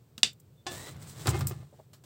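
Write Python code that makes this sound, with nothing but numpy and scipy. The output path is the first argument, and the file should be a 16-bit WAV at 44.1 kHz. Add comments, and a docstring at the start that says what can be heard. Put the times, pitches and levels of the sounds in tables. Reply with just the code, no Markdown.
"""At a clay bread oven: a wooden stick raps the clay, lands on the gritty floor and scrapes in under
a loaf, friction keeping the wood ringing. The loaf tips and flops down: its crust crackles, it slides,
and the oven's hollow booms. The stick is drawn back with a few light taps.
A faint rumble lies beneath; one close microphone."""
import sys
import numpy as np
from scipy import signal
from scipy.fft import rfft, irfft, next_fast_len
from scipy.io import wavfile

SR = 44100
rng = np.random.default_rng(int(sys.argv[2]) if len(sys.argv) > 2 else 0)


def digitize_waveform(pressure):
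    """Quantize a signal to 16-bit integers and store it at the path in sys.argv[1].

    Rows of a 2-D input are taken as channels; values are limited to [-1, 1].
    """
    field = np.atleast_2d(pressure).T
    bounded = np.clip(field, -1, 1)
    quanta = np.round(bounded * 32767).astype(np.int16)
    wavfile.write(sys.argv[1], SR, quanta)


N = 90404
T = np.arange(N) / SR
AGE = np.arange(SR // 2) / SR  # s since a blow

# wooden stick's bending modes: f/Hz, struck level/dB, t60/s, rubbed level/dB
STICK_MODES = [(360, -3, 0.33, -11), (700, -6, 0.15, -30), (775, 1, 0.13, -16), (1080, -2, 0.15, -10),
               (1460, -9, .12, -22), (1738, -5, 0.38, 0), (2686, -10, 0.25, -16), (2859, -6, .15, -16),
               (3494, -4, .22, -1.5), (3690, -6, .1, -20), (4883, -7, .1, -20), (5809, -10, .16, -20)]


def amp(db):
    """dB to gain."""
    return 10 ** (np.asarray(db) / 20)


def unit(x):
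    """Scale to rms 1."""
    return x / np.sqrt(np.mean(x ** 2) + 1e-20)


def gains(rows):
    """One gain curve per dB column after t/s; zero outside the rows."""
    times, *levels = np.transpose(rows)
    inside = (T >= times[0]) * (T <= times[-1])
    return [amp(np.interp(T, times, db)) * inside for db in levels]


def shaped(x, spectrum):
    """Filter by (f/Hz, gain/dB) points."""
    points_hz, db = np.transpose(spectrum)
    size = next_fast_len(x.shape[-1], real=True)
    hz = np.fft.rfftfreq(size, 1 / SR)
    response = amp(np.interp(np.log(hz + 1), np.log(points_hz + 1), db))
    return irfft(rfft(x, size) * response, size)[..., :x.shape[-1]]


def colour(x, spectrum):
    """Filtered x, rms 1."""
    return unit(shaped(x, spectrum))


def noise(spectrum, size=len(AGE)):
    """Coloured noise, rms 1."""
    return colour(rng.standard_normal(size), spectrum)


def rise(attack_s):
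    """Exponential attack."""
    return 1 - np.exp(-AGE / attack_s)


def fade(t60_s):
    """Exponential decay."""
    return np.exp(-np.log(1000) * AGE / t60_s)


def at(s, x):
    """Place x at time s."""
    return np.pad(x, (max(round(s * SR), 0), N))[:N]


def ring(modes):
    """Damped sines of alternating sign from (f/Hz, level/dB, t60/s) rows."""
    return sum((-1) ** k * amp(db) * fade(t60) * np.sin(2 * np.pi * hz * AGE)
               for k, (hz, db, t60) in enumerate(modes))


def bursts(rows, spectrum, attack_s):
    """One noise puff per (t/s, level/dB, t60/s) row."""
    return sum(at(s, amp(db) * rise(attack_s) * fade(t60) * noise(spectrum)) for s, db, t60 in rows)


def wobble(knots_per_s):
    """Piecewise linear random curve."""
    knots = rng.standard_normal(N // 20)
    return np.interp(T * knots_per_s, np.arange(len(knots)), knots)


def grains(per_s, spread_db=0):
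    """Tiny random slips of uneven size."""
    slips = (rng.random(N) < per_s / SR) * rng.standard_normal(N)
    return slips * amp(spread_db * rng.standard_normal(N))


def rubbed_mode(hz, width_hz):
    """Narrow noise around a fixed or moving pitch, rms 1."""
    phase = 2 * np.pi * np.cumsum(hz * np.ones(N)) / SR
    return unit(wobble(width_hz) * np.sin(phase) + wobble(width_hz) * np.cos(phase))


def rumble():
    """The hollow drones, louder while its floor is rubbed, over quiet outdoor air."""
    drone_levels = [(0, -59.5), (.62, -59), (.7, -52), (.77, -46), (.85, -57), (.95, -44.5), (1.1, -51),
                    (1.24, -47), (1.3, -31), (1.45, -35), (1.53, -46), (1.62, -45), (1.67, -59),
                    (2.05, -61.5)]  # t/s, level/dB
    drone_spectrum = [(25, -24), (55, -24.5), (80, -2), (120, -0.5), (145, 1), (190, -10), (300, -23.5),
                      (600, -52.5)]  # f/Hz, level/dB
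    air_spectrum = [(25, -17.5), (100, -2.5), (220, -10.5), (400, -4), (800, -16), (2000, -25), (4000, -25),
                    (8200, -29.5), (15000, -24.5)]  # f/Hz, level/dB
    drone = amp(np.interp(T, *np.transpose(drone_levels))) * noise(drone_spectrum, N)
    return drone + amp(-67.5) * noise(air_spectrum, N)


def rap():
    """A light touch, then a hard crack of wood on clay that rings briefly; the oven walls answer."""
    touch_thud = (.179, 220, -43, .08)  # t/s, f/Hz, level/dB, t60/s
    blow_modes = [(247, -27.5, 0.026), (716.6, -26, 0.036), (2060, -19.5, 0.02), (2580, -8.5, 0.0085),
                  (2859, -4.5, 0.025), (3430, -4.5, 0.015), (3816, 2.5, 0.011), (4460, -6, .016),
                  (5026, -4, 0.012), (5610, -12, 0.031), (6200, -13, 0.016), (7210, -10, 0.01),
                  (9800, -12, 0.018)]  # f/Hz, level/dB, t60/s
    tail_modes = [(231.8, -13.5, 0.18), (2600, -3, 0.06), (2750, -4, 0.17), (2870, -2, 0.08),
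                  (3214, -3, 0.11), (3490, -1, 0.16), (3545, 1, .2), (3695, -2, 0.1), (3870, 0, 0.11),
                  (4554, 1, 0.12), (4885, -3, 0.13), (5780, -9, .15), (7063, -8, .13)]  # thinner, longer ring: f/Hz, level/dB, t60/s
    crack_spectrum = [(200, -25.5), (1200, -2), (3500, -2.5), (7500, 2.5), (10000, -4.5), (12000, -11),
                      (16000, -25)]  # f/Hz, level/dB
    echo_spectrum = [(100, -7), (250, -11), (1100, -22), (2300, -10.5), (2650, -4.5), (3100, -4),
                     (3300, -12.5), (3600, -1.5), (4200, -11), (4600, -2.5), (5300, -8.5), (6500, -14.5),
                     (7200, -13.5), (11000, -25), (16000, -37)]  # f/Hz, level/dB
    rap_s, echo_delay_s = 0.2313, 0.008
    touch = ring([touch_thud[1:]]) + amp(-37) * ring(blow_modes)
    crack = amp(-12.5) * fade(t60_s=0.025) * noise(crack_spectrum)
    blow = amp(-5) * (ring(blow_modes) + crack) * rise(attack_s=0.0007)
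    damping = np.exp(-(AGE / 0.1) ** 4)
    tail = amp(-31) * ring(tail_modes) * rise(attack_s=0.0036) * damping
    echo = amp(-26.5) * fade(t60_s=0.16) * noise(echo_spectrum) * rise(attack_s=0.003) * damping
    return at(touch_thud[0], touch) + at(rap_s, blow + tail) + at(rap_s + echo_delay_s, echo)


def clicks():
    """Dry clicks of stick and crust on clay."""
    contacts = [(.1795, -38, 0.025), (.184, -51.5, 0.12), (.9655, -48, 0.015), (1.2704, -19.5, 0.02),
                (1.2795, -27.5, .018), (1.408, -36.5, 0.068), (1.932, -51.5, 0.14), (2.038, -53.5, 0.1)]  # t/s, level/dB, t60/s
    click_spectrum = [(100, -8), (220, 8.5), (500, 4.5), (1300, 4), (2200, -2), (3000, 0.5), (4500, 3),
                      (6500, -1.5), (11000, -2), (15000, -4)]  # f/Hz, level/dB
    return bursts(contacts, click_spectrum, attack_s=0.00039)


def crust():
    """The crust snaps: a bright puff and a short ring per crack."""
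    cracks = [(.331, -47, 0.019), (0.3988, -51, 0.043), (1.2911, -17, 0.0053), (1.391, -37.5, 0.066),
              (1.47, -18.5, 0.026), (1.4788, -32.5, 0.084), (1.495, -36, 0.044)]  # t/s, level/dB, t60/s
    puff_spectrum = [(200, -12), (2500, -15), (5000, -7), (6500, -4), (7300, -3), (10500, -2.5), (13000, 2),
                     (15000, 2.5)]  # f/Hz, level/dB
    crust_modes = [(7350, -3, .022), (8350, -5, .014), (14900, -6, .008)]  # f/Hz, level/dB, t60/s
    attack_s = 0.00086
    snap = amp(-7.5) * ring(crust_modes) * rise(attack_s)
    return bursts(cracks, puff_spectrum, attack_s) + sum(at(s, amp(db) * snap) for s, db, _ in cracks)


def squeak():
    """A faint, thin squeak just before the stick lands."""
    chirp = (.6, .03, 3520, -74)  # t/s, half-width/s, f/Hz, level/dB
    peak_s, half_width_s, hz, db = chirp
    return amp(db) * np.exp(-((T - peak_s) / half_width_s) ** 2) * rubbed_mode(hz, width_hz=150)


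def landing():
    """The stick lands ringing, its modes unsteady against the grit."""
    impact_spectrum = [(150, -80), (700, 12), (1300, -5), (3700, 4), (7000, -3), (10000, -11.5),
                       (16000, -24)]  # f/Hz, level/dB
    land_s, waver_rad = 0.666, 0.6
    knock = 0
    for hz, db, t60, _ in STICK_MODES:
        waver = waver_rad * wobble(knots_per_s=130)[:len(AGE)]
        knock += amp(db) * fade(t60) * np.sin(2 * np.pi * hz * AGE + waver)
    impact = rise(attack_s=0.00043) * fade(t60_s=0.13) * noise(impact_spectrum)
    return at(land_s, amp(-37) * knock + amp(-34.5) * impact)


def scrape():
    """The stick drags through grit; the same slips give a gritty hiss and a woody rasp."""
    scrape_levels = [(.66, -96, -51), (.672, -71, -64), (.72, -44.5, -43.5), (.775, -48.5, -50),
                     (.85, -51.5, -50.5), (.885, -50, -46), (.92, -56.5, -56), (.96, -72, -55),
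                     (1.0, -65, -59.5), (1.025, -52, -54.5), (1.06, -60, -56), (1.095, -48.5, -57.5),
                     (1.15, -61, -56.5), (1.21, -49, -48), (1.245, -53, -51), (1.3, -34.5, -41.5),
                     (1.33, -58, -44), (1.37, -47.5, -47.5), (1.42, -70, -45.5), (1.455, -68, -56.5),
                     (1.52, -57.5, -54), (1.56, -67, -62), (1.63, -71, -65.5), (1.69, -77.5, -74),
                     (1.79, -73.5, -70), (1.86, -80, -78)]  # t/s, hiss level/dB, rasp level/dB
    hiss_spectrum = [(300, -40), (1500, -27), (3700, -5), (6300, -0.5), (8500, 0.5), (10000, -1),
                     (12000, -6.5), (16000, -2)]  # f/Hz, level/dB
    rasp_spectrum = [(100, 3.5), (250, 4), (450, 3), (700, 0), (1100, -2.5), (1400, -4.5), (2000, -5.5),
                     (2500, -10.5), (4000, -9.5), (8000, -36.5)]  # f/Hz, level/dB
    hiss, rasp = gains(scrape_levels)
    slips = grains(per_s=7000, spread_db=0.5)
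    return hiss * colour(slips, hiss_spectrum) + rasp * colour(slips, rasp_spectrum)


def singing():
    """Friction keeps the stick's modes ringing; they rise as the contact point moves along it."""
    push = [(.66, -85, 1.0), (.715, -56, 1.0), (.745, -58, 1.03), (.765, -55.5, 1.07), (.81, -53.5, 1.1),
            (.85, -54, 1.125), (.885, -52, 1.14), (.91, -60, 1.17), (.98, -82, 1.18)]  # t/s, level/dB, pitch ratio to the landing
    times, levels_db, ratios = np.transpose(push)
    glide = np.interp(T, times, ratios)
    voice = sum(amp(db) * rubbed_mode(hz * glide, width_hz=230) for hz, _, _, db in STICK_MODES)
    envelope, = gains(np.transpose([times, levels_db]))
    return envelope * unit(voice)


def loaf():
    """The loaf flops and judders over the clay; blows and rubbing ring the oven's hollow."""
    flops = [(1.257, -32.5, 0.055, -31.5), (1.2768, -22, 0.08, -23), (1.33, -29, 0.069, -49),
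             (1.408, -28, 0.063, -34.5), (1.445, -31.5, 0.023, -60), (1.511, -33.5, 0.034, -38),
             (1.61, -46.5, 0.052, -59)]  # t/s, boom level/dB, slap t60/s, slap level/dB
    hollow_modes = [(81.8, -5, 0.4), (114.8, 11, 0.078), (140, 1.5, 0.23), (332.6, -9, 0.13),
                    (396.6, -11.5, 0.056), (733, -23, 0.13), (826.5, -24, 0.25), (1004, -21.5, 0.11),
                    (1138, -27.5, 0.23), (1211, -15, 0.12), (1373, -27.5, 0.25), (1744, -25.5, 0.22),
                    (2130, -23, 0.15), (2533, -15, 0.038)]  # f/Hz, level/dB, t60/s
    loaf_spectrum = [(100, -5.5), (270, 0), (370, 11), (600, -8), (790, 3), (900, -10), (1080, -2),
                     (1700, -8), (2300, -13), (3100, -12), (5200, -15), (9000, -27), (16000, -41.5)]  # slap and rub: f/Hz, level/dB
    slide_levels = [(1.24, -79), (1.26, -44.5), (1.285, -42), (1.32, -43.5), (1.357, -36.5), (1.39, -46),
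                    (1.412, -58), (1.45, -62), (1.5, -58.5), (1.52, -48), (1.55, -68), (1.64, -66)]  # t/s, level/dB
    coupling = [(140, -32), (330, -9), (700, -2), (1100, 0), (2600, 0), (5000, -12)]  # sliding crust to hollow: f/Hz, gain/dB
    judder_db, ring_share = 3, 0.35
    hollow = ring(hollow_modes)
    boom = hollow * rise(attack_s=0.0094)
    blows = sum(at(s, amp(boom_db) * boom + amp(slap_db) * fade(t60) * noise(loaf_spectrum))
                for s, boom_db, t60, slap_db in flops)
    slide, = gains(slide_levels)
    slips = grains(per_s=5100) * amp(judder_db * wobble(knots_per_s=160))
    stirred = colour(signal.fftconvolve(slips, hollow)[:N], coupling)
    rub = np.sqrt(1 - ring_share) * colour(slips, loaf_spectrum) + np.sqrt(ring_share) * stirred
    return blows + slide * rub


def bumps():
    """Faint hollow bumps, each a short tone and a dull puff."""
    knocks = [(1.628, -52, 673), (1.727, -49, 580), (1.739, -53, 717), (1.79, -51.5, 697),
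              (1.7975, -41.5, 630)]  # t/s, level/dB, f/Hz
    puff_spectrum = [(150, -25), (450, -4), (620, 0), (900, -10), (1500, -28), (4000, -52)]  # f/Hz, level/dB
    envelope = fade(t60_s=0.045) * rise(attack_s=0.0015)
    return sum(at(s, amp(db) * envelope * (np.sin(2 * np.pi * hz * AGE) + 0.81 * noise(puff_spectrum)))
               for s, db, hz in knocks)


def scene():
    """All sources, alike in both channels."""
    stick = rap() + landing() + scrape() + singing() + squeak()
    return np.tile(stick + loaf() + crust() + clicks() + bumps() + rumble(), (2, 1))


def record(dry):
    """The microphone colours the treble, thins the deep bass, clips at full scale and limits the band."""
    mic_response = [(6500, 0), (7900, 5), (9000, 0), (10200, -4.5), (10800, -7), (12600, -2.5),
                    (14300, -0.5)]  # f/Hz, gain/dB
    low_cut_hz, top_hz = 46, 15900
    highpass = signal.butter(2, low_cut_hz, "highpass", fs=SR, output="sos")
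    thinned = signal.sosfilt(highpass, shaped(dry, mic_response))
    size = next_fast_len(N + SR // 10, real=True)
    lowpass = 1 / np.sqrt(1 + (np.fft.rfftfreq(size, 1 / SR) / top_hz) ** 200)
    return irfft(rfft(np.clip(thinned, -1, 1), size) * lowpass, size)[:, :N]


dry = scene()
out = record(dry)
digitize_waveform(out)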